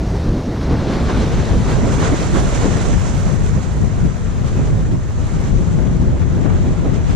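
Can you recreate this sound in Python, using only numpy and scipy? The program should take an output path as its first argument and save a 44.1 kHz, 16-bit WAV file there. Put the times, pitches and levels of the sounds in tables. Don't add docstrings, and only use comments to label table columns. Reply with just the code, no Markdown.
import sys
import numpy as np
from scipy import signal
from scipy.fft import rfft, irfft, next_fast_len
from scipy.io import wavfile
from scipy.ndimage import uniform_filter1d, minimum_filter1d, map_coordinates

SR = 44100
rng = np.random.default_rng(int(sys.argv[2]) if len(sys.argv) > 2 else 0)


def gain_from_decibels(decibels):
    exponent = np.asarray(decibels, float) / 20
    return 10 ** exponent


def output_pcm(signal):
    pcm = np.clip(np.atleast_2d(signal).T, -1, 1) * 32767
    wavfile.write(sys.argv[1], SR, np.round(pcm).astype(np.int16))


N = 315627


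def unit(x):
    return x / np.sqrt(np.mean(x ** 2) + 1e-20)


def along(points, hz):
    f, v = np.transpose(points)
    return np.interp(np.log(hz + 1), np.log(f + 1), v)


def curves(rows):
    s, *cols = np.transpose(rows)
    return [np.interp(np.arange(N) / SR, s, c) for c in cols]


def swells(times, sizes, half_s):
    t = np.arange(0, N + 64, 64) / SR
    bells = np.exp(-((t - np.c_[times]) / np.maximum(np.c_[half_s], .008)) ** 2)
    return np.interp(np.arange(N) / SR, t, sizes @ bells)


def wobble(rate):
    knots = rng.standard_normal(int(N * rate / SR) + 4)
    return map_coordinates(knots, [np.arange(N) * rate / SR])


def filtered(x, response):
    m = next_fast_len(N + 8192)
    return irfft(rfft(x, m) * response(np.fft.rfftfreq(m, 1 / SR)), m)[..., :N]


def panned(pair, pan_db):
    pair = pair / np.sqrt(np.mean(pair.mean(0) ** 2))
    return pair * gain_from_decibels(np.array([pan_db, -pan_db]) / 2)


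def wind():
    # time in seconds, strength in dB, side L-R in dB, edge eddies above buffet in dB.
    wind_course = [(0, -21.5, 2.5, -6), (.3, -16.5, -1, -7), (.44, -26, 3, 2.5), (.7, -17.5, -6, -6),
                   (.86, -20.5, -2.5, 0), (1.6, -15.5, 1.5, -7), (2.2, -18.5, -1.5, -4.5),
                   (2.9, -17, 2, -6.5), (3.1, -19.5, 2, -12.5), (3.8, -16.5, 4.5, -13),
                   (4.22, -23.5, 5, -14), (4.62, -14.5, 0.5, -10.5), (5.05, -21.5, -0.5, -12),
                   (5.5, -16.5, 6, -11), (6.1, -17, 4.5, -9.5), (6.5, -16, 4, -9.5), (6.85, -18, 3.5, -7),
                   (7.16, -17, 9, -10)]
    # time in seconds, change in dB, side change in dB.
    gust_puffs = [(.32, 1.5, -1), (.72, 3, 1), (1.47, -4.5, 3), (1.77, 3.5, -8), (1.95, 1.5, 2),
                  (2.13, 3, -1), (2.17, -4.5, 3), (2.34, 3, 1.5), (2.47, 3.5, 2), (2.67, 2, 4),
                  (2.85, -0.5, -4.5), (2.96, 3.5, 7), (3.27, 5.5, -4), (3.33, -3, 10), (3.57, 4, -3.5),
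                  (3.63, -6.5, 4), (3.83, 3.5, 6), (3.9, -4, -2), (4.05, 9, 4), (4.42, 0.5, 4.5),
                  (4.5, -2.5, 0), (4.78, 2, -2), (4.939, 5.5, 6), (5.2, 1, 4), (5.58, -1.5, -6),
                  (5.84, -2.5, 4.5), (6.08, 4, 1.5), (6.46, -3, 4), (6.76, -3.5, -1), (6.8, 3, 0)]
    # time in seconds, change in dB.
    eddy_bunches = [(.1, 0), (.36, 1), (.72, 4.5), (1.1, 5), (1.3, 1), (1.47, -2), (1.87, 5.5),
                    (2.137, 7.5), (2.37, 4), (2.65, 6.5), (2.78, 5), (2.9, 1), (3.27, 0.5), (3.57, 4.5),
                    (3.67, 2), (3.82, 2.5), (4.05, 3), (4.42, 0.5), (4.6, 4.5), (4.7, 1), (4.88, 2),
                    (5.06, 3), (5.28, 4.5), (5.56, 1), (5.9, 1.5), (6.22, 2.5), (6.46, 4.5), (6.7, 0),
                    (6.859, 8.5), (7.02, -1)]
    # frequency in Hz, density in dB per Hz.
    rumble_spectrum = [(8.8, -39), (15, -9), (43, 0.5), (87, 0), (168, -3.5), (300, -22), (358, -18.5),
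                       (400, -28.5), (520, -36), (880, -120)]
    # frequency in Hz, density in dB per Hz.
    flutter_spectrum = [(100, -28), (200, 0.5), (260, 0.5), (400, -5.5), (600, -11), (1000, -21.5),
                        (2000, -54), (5000, -120)]
    # frequency in Hz, L-R in dB.
    lee_tilt = [(30, -4.5), (60, 1.5), (120, 2), (200, 5), (400, -3.5)]
    puff_half_s, bunch_half_s = 0.034, 0.023
    eddy_shared = 0.25
    eddy_follows, eddy_side = 0.28, .6
    eddy_wander_db = 4.5

    strength_db, side_db, eddy_db = curves(wind_course)
    s, db, lean_db = np.transpose(gust_puffs)
    puff_db = swells(s, db, [puff_half_s])
    pan_db = side_db + swells(s, lean_db, [puff_half_s])
    lumps = np.array([wobble(14), wobble(14)])

    def buffet(hz):
        return gain_from_decibels(along(rumble_spectrum, hz) + np.outer([.5, -.5], along(lee_tilt, hz)))

    rumble = gain_from_decibels(1.58 * lumps) * filtered(rng.standard_normal((2, N)), buffet)
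    bunch_db = swells(*np.transpose(eddy_bunches), [bunch_half_s])
    eddies = filtered(rng.standard_normal((2, N)), lambda hz: gain_from_decibels(along(flutter_spectrum, hz)))
    flutter = gain_from_decibels(1.65 * lumps + 1.44 * wobble(30) + bunch_db) * eddies
    flutter = panned(flutter + eddy_shared * flutter[::-1], eddy_side * pan_db + eddy_wander_db * wobble(9))
    buffeting = gain_from_decibels(puff_db) * panned(rumble, pan_db - 1.5)
    fluttering = gain_from_decibels(eddy_db + eddy_follows * puff_db - 1.5) * flutter
    return gain_from_decibels(strength_db) * (buffeting + fluttering)


def patchy(depth_db, bins, frames):
    z = signal.stft(rng.standard_normal((2, N)), nperseg=512)[2]
    field = uniform_filter1d(rng.standard_normal(z.shape[1:]), bins, 0)
    field = uniform_filter1d(field, frames, 1)
    return signal.istft(z * gain_from_decibels(depth_db * unit(field)), nperseg=512)[1][:, :N]


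def bubbles(centre_hz, spread, cycles, size_db, count):
    draw = rng.random((count, 3))
    hz = np.clip(centre_hz * np.exp(spread * rng.standard_normal((count, 1))), 600, 14000)
    k = np.arange(160)
    phase = hz * k / SR
    grain = np.sin(2 * np.pi * phase * (1 + .12 * phase / cycles))
    grain *= np.exp(-phase / cycles) * (1 - np.exp(-phase))
    grain *= gain_from_decibels(size_db * draw[:, :1]) * np.sqrt(hz)
    room = N + len(k)
    spot = (draw[:, 1:2] * N).astype(int) + k + (draw[:, 2:3] > .5) * room
    return unit(np.bincount(spot.ravel(), grain.ravel(), 2 * room).reshape(2, -1)[:, :N])


def at_ports(pair, spectrum):
    # frequency in Hz, coherence as a ratio.
    port_likeness = [(300, 0.99), (900, 0.21), (2000, 0.44), (3000, 0.48), (4100, 0.72), (4900, 0.17),
                     (6000, 0.2), (7500, 0.55), (9000, 0.38), (14000, 0.093)]
    # frequency in Hz, lead in radians.
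    left_lead = [(300, 0), (1000, .6), (1800, .9), (4000, .2), (4800, -.3), (6000, -1.2), (7000, -2),
                 (8000, -2.5), (10000, -2.9)]
    # frequency in Hz, L-R in dB.
    port_tilt = [(150, 4), (380, -1.5), (940, -1), (2350, 0), (5870, -0.5), (9000, -2.5), (12000, 1.5),
                 (15000, 1)]

    def mixing(hz):
        angle = np.arccos(np.clip(along(port_likeness, hz), 0, 1)) / 2
        return np.array([np.cos(angle), np.sin(angle)])

    def port(hz, sign):
        gain = gain_from_decibels(along(spectrum, hz) + sign * along(port_tilt, hz) / 2)
        return gain * np.exp(.5j * sign * along(left_lead, hz))

    mid, side = filtered(pair, mixing)
    ports = np.array([mid + side, mid - side])
    return filtered(ports, lambda hz: np.array([port(hz, 1), port(hz, -1.07)]))


def surf():
    # time in seconds, flow in dB, foam above spray in dB, side L-R in dB.
    surf_course = [(0, -38, -2.5, -3), (.12, -37, -2.5, -8), (.56, -36.5, -3.5, 1), (.85, -32.5, -6.5, 1.5),
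                   (1.2, -30, -6, -1), (1.6, -32, -2.5, -0.5), (1.9, -31, -1.5, -3), (2.2, -30, -1.5, -3.5),
                   (2.82, -31.5, -0.5, -4), (3.3, -35.5, 0.5, -4.5), (3.65, -38.5, -1, -4.5),
                   (4.35, -39, -1.5, 0), (4.62, -37.5, -1.5, -1), (4.97, -42, -0.5, -1),
                   (5.42, -37.5, -1, -1), (6.15, -40.5, -3, 0), (6.55, -38, -3.5, -1.5),
                   (7.16, -39.5, -4.5, -1.5)]
    # time in seconds, change in dB, brightness in dB,
    # half length in seconds.
    water_surges = [(0.635, 2, 0.5, .05), (0.723, 1.5, -1.5, 0.045), (0.942, 2.5, 0.5, 0.045),
                    (1.099, 5.5, -4, 0.014), (1.213, -0.5, 2, 0.033), (1.597, -2, 0, 0.036),
                    (1.7, 3.5, -1, 0.044), (1.836, 0, -3, .04), (2.053, 6.5, -2.5, 0.049),
                    (2.106, -1, -2, .03), (2.203, 1, 0, .04), (2.31, -2.5, 0, 0.049), (2.366, 5.5, -1, .03),
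                    (2.42, -2.5, 1.5, .03), (2.565, 1.5, 0, 0.027), (2.64, 2, 0, .03),
                    (3.305, 2, -1.5, 0.045), (3.41, -1, -1, .03), (3.462, 2.5, 0.5, 0.037),
                    (3.825, 1, 1, .04), (4.044, 1.5, 0, .05), (3.634, 0.5, 3, 0.023),
                    (4.476, 4.5, 1, 0.019), (4.595, 2, -1, 0.046), (4.676, -0.5, 2, 0.024),
                    (5.302, 1.5, -0.5, 0.1), (5.47, 1.5, -0.5, 0.033), (6.22, 4.5, -2, 0.022),
                    (6.48, 4.5, -5, 0.058), (6.953, 2.5, 2, 0.031), (7.115, 3.5, 3, 0.046)]
    # frequency in Hz, density in dB per Hz.
    wash_spectrum = [(200, -29), (400, -0.5), (700, -6), (1200, -8.5), (1900, -13), (2600, -21),
                     (4000, -35), (8000, -120)]
    # frequency in Hz, density in dB per Hz.
    spray_spectrum = [(1200, -28), (2000, -0.5), (2600, -0.5), (3200, -1), (4100, -2.5), (4900, -6.5),
                      (5800, -8), (8000, -40), (14000, -120)]
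    # frequency in Hz, density in dB per Hz.
    fizz_spectrum = [(3000, -30), (4800, -9), (6000, -1), (6800, 1), (7500, -1), (8300, -8), (9800, -13),
                     (11000, -17), (12200, -17), (13200, -20.5), (14200, -25), (15200, -31)]
    flow_ref_db, spray_over_wash_db = -38, -9
    spray_grows, foam_follows = 1.18, 0.84

    flow_db, foam_db, pan_db = curves(surf_course)
    s, db, bright_db, half_s = np.transpose(water_surges)
    surge_db, bright_db = swells(s, db, half_s), swells(s, bright_db, half_s)
    spray_db = flow_ref_db + spray_over_wash_db + spray_grows * (flow_db - flow_ref_db) + bright_db
    slosh_db = 0.16 * wobble(18) + 0.55 * wobble(45)

    water = patchy(1.7, bins=3, frames=8)
    water = water + gain_from_decibels(-16) * bubbles(1300, .5, 3, size_db=8, count=6000)
    drops = patchy(0.83, bins=10, frames=8)
    drops = drops + gain_from_decibels(-14.0) * bubbles(3530, 0.293, 1.87, size_db=6, count=6000)
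    foam = patchy(0.94, bins=10, frames=8)
    foam = foam + gain_from_decibels(-11.5) * bubbles(6830, 0.307, 1.35, size_db=17, count=9000)

    wash = gain_from_decibels(flow_db + surge_db + 2.5) * panned(at_ports(water, wash_spectrum), pan_db)
    spray = gain_from_decibels(spray_db + surge_db) * panned(at_ports(drops, spray_spectrum), 0.78 * pan_db)
    fizz_db = spray_db + foam_db + foam_follows * surge_db + 0.85
    fizz = gain_from_decibels(fizz_db) * panned(at_ports(foam, fizz_spectrum), 0.86 * pan_db)
    return gain_from_decibels(slosh_db) * (wash + spray + fizz)


def slaps():
    # start in seconds, peak in dB, treble in dB, 60 dB decay time in seconds.
    rock_strikes = [(0.619, -18, -15, 0.12), (0.719, -14, -17, 0.13), (0.894, -14, -18, 0.13),
                    (1.097, -11.5, -15, 0.14), (1.699, -18, -14, 0.13), (2.039, -12, -10, 0.1),
                    (2.129, -27, -15, 0.12), (2.346, -9, -19, 0.17), (2.619, -18, -14, 0.12),
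                    (2.72, -17, -15, .1), (2.77, -21, -15, .1), (2.846, -16.5, -7, 0.14),
                    (3.483, -28, -15, 0.12), (4.467, -29, -15, 0.13), (4.909, -23.5, -9, 0.12),
                    (6.212, -27, -20, 0.12), (6.449, -20, -22, 0.12), (6.848, -32, -20, 0.1),
                    (6.939, -25, -16, 0.089), (7.089, -23, -15, 0.12)]
    # frequency in Hz, density in dB per Hz.
    thump_spectrum = [(150, -18), (300, 0), (700, -5.5), (1400, -5.5), (2000, -19), (3500, -31),
                      (9000, -120)]
    # frequency in Hz, density in dB per Hz.
    splash_spectrum = [(1500, -21), (3000, 0), (5000, -4), (6800, -2), (10000, -12), (12000, -27),
                       (15000, -47)]
    body, treble = np.zeros(N + SR), np.zeros(N + SR)
    t = np.arange(SR // 2) / SR
    for s, db, treble_db, t60 in rock_strikes:
        shape = (1 - np.exp(-t / 0.006)) * gain_from_decibels(-60 * t / max(t60, .03))
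        body[round(s * SR):][:len(t)] += gain_from_decibels(db - 7.5) * shape
        treble[round(s * SR):][:len(t)] += gain_from_decibels(db + treble_db - 6) * shape
    thump = unit(at_ports(rng.standard_normal((2, N)), thump_spectrum))
    splash = unit(at_ports(rng.standard_normal((2, N)), splash_spectrum))
    return (body[:N] * thump + treble[:N] * splash) * gain_from_decibels([[-1.5], [1.5]])


def scene():
    return surf() + wind() + slaps()


def limited(x, top):
    need = np.minimum(1, top / (np.abs(x).max(0) + 1e-9))
    return x * uniform_filter1d(minimum_filter1d(need, size=900), size=450)


def thinned(x, lag):
    # frequency in Hz, bar in dB.
    treble_bar = [(7800, -40), (8800, -16), (10000, -12.5), (11000, -11), (12200, -11.5), (13200, -15),
                  (14200, -20.5), (15200, -25)]
    padded = np.pad(x, [(0, 0), (lag, 4096)], "reflect")
    hz, _, z = signal.stft(padded, SR, "cosine", nperseg=2048)
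    fizz_band = z[:, (hz > 6000) & (hz < 7500)]
    fizz = np.sqrt(np.mean(np.abs(fizz_band) ** 2, axis=(0, 1)))
    bar = fizz ** 1.2 / fizz.max() ** .2
    z *= np.abs(z) > gain_from_decibels(along(treble_bar, hz))[:, None] * bar
    z *= (np.abs(z) > gain_from_decibels(-30) * fizz.max()) | (hz < 12900)[:, None]
    return signal.istft(z, SR, "cosine", nperseg=2048)[1][:, lag:lag + N]


def top_cut(x):
    return signal.sosfilt(signal.butter(12, 15270, fs=SR, output="sos"), x)


def record(dry):
    # time in seconds, stereo difference in dB.
    stereo_opening = [(0, -40), (.58, -41), (.7, -16), (.85, -11), (1.05, -6), (1.9, -1), (7.2, 1)]
    # frequency in Hz, gain in dB.
    summed_colour = [(200, 2), (3000, -1.5), (5000, 3.5), (6000, -0.5), (7000, -7.5), (9000, -2),
                     (11000, -1), (13000, -3)]
    # frequency in Hz, density in dB per Hz.
    hiss_spectrum = [(1500, 8.5), (5000, 5), (7500, -3), (10500, -5), (12000, -5), (14000, -4),
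                     (15200, -10)]
    width = gain_from_decibels(curves(stereo_opening)[0])
    mid, side = (dry[0] + dry[1]) / 2, (dry[0] - dry[1]) / 2
    coloured = filtered(mid, lambda hz: gain_from_decibels(along(summed_colour, hz)))
    mid = width * mid + (1 - width) * coloured
    x = limited(np.array([mid + width * side, mid - width * side]), 0.83)
    hiss = unit(filtered(rng.standard_normal((2, N)), lambda hz: gain_from_decibels(along(hiss_spectrum, hz))))
    hiss = gain_from_decibels(-53.0) * (1 - width) * hiss
    closing = np.clip((N - np.arange(N)) / (.0015 * SR), 0, 1)
    return top_cut(closing * (thinned(x, lag=345) + hiss))


dry = scene()
out = record(dry)
output_pcm(out)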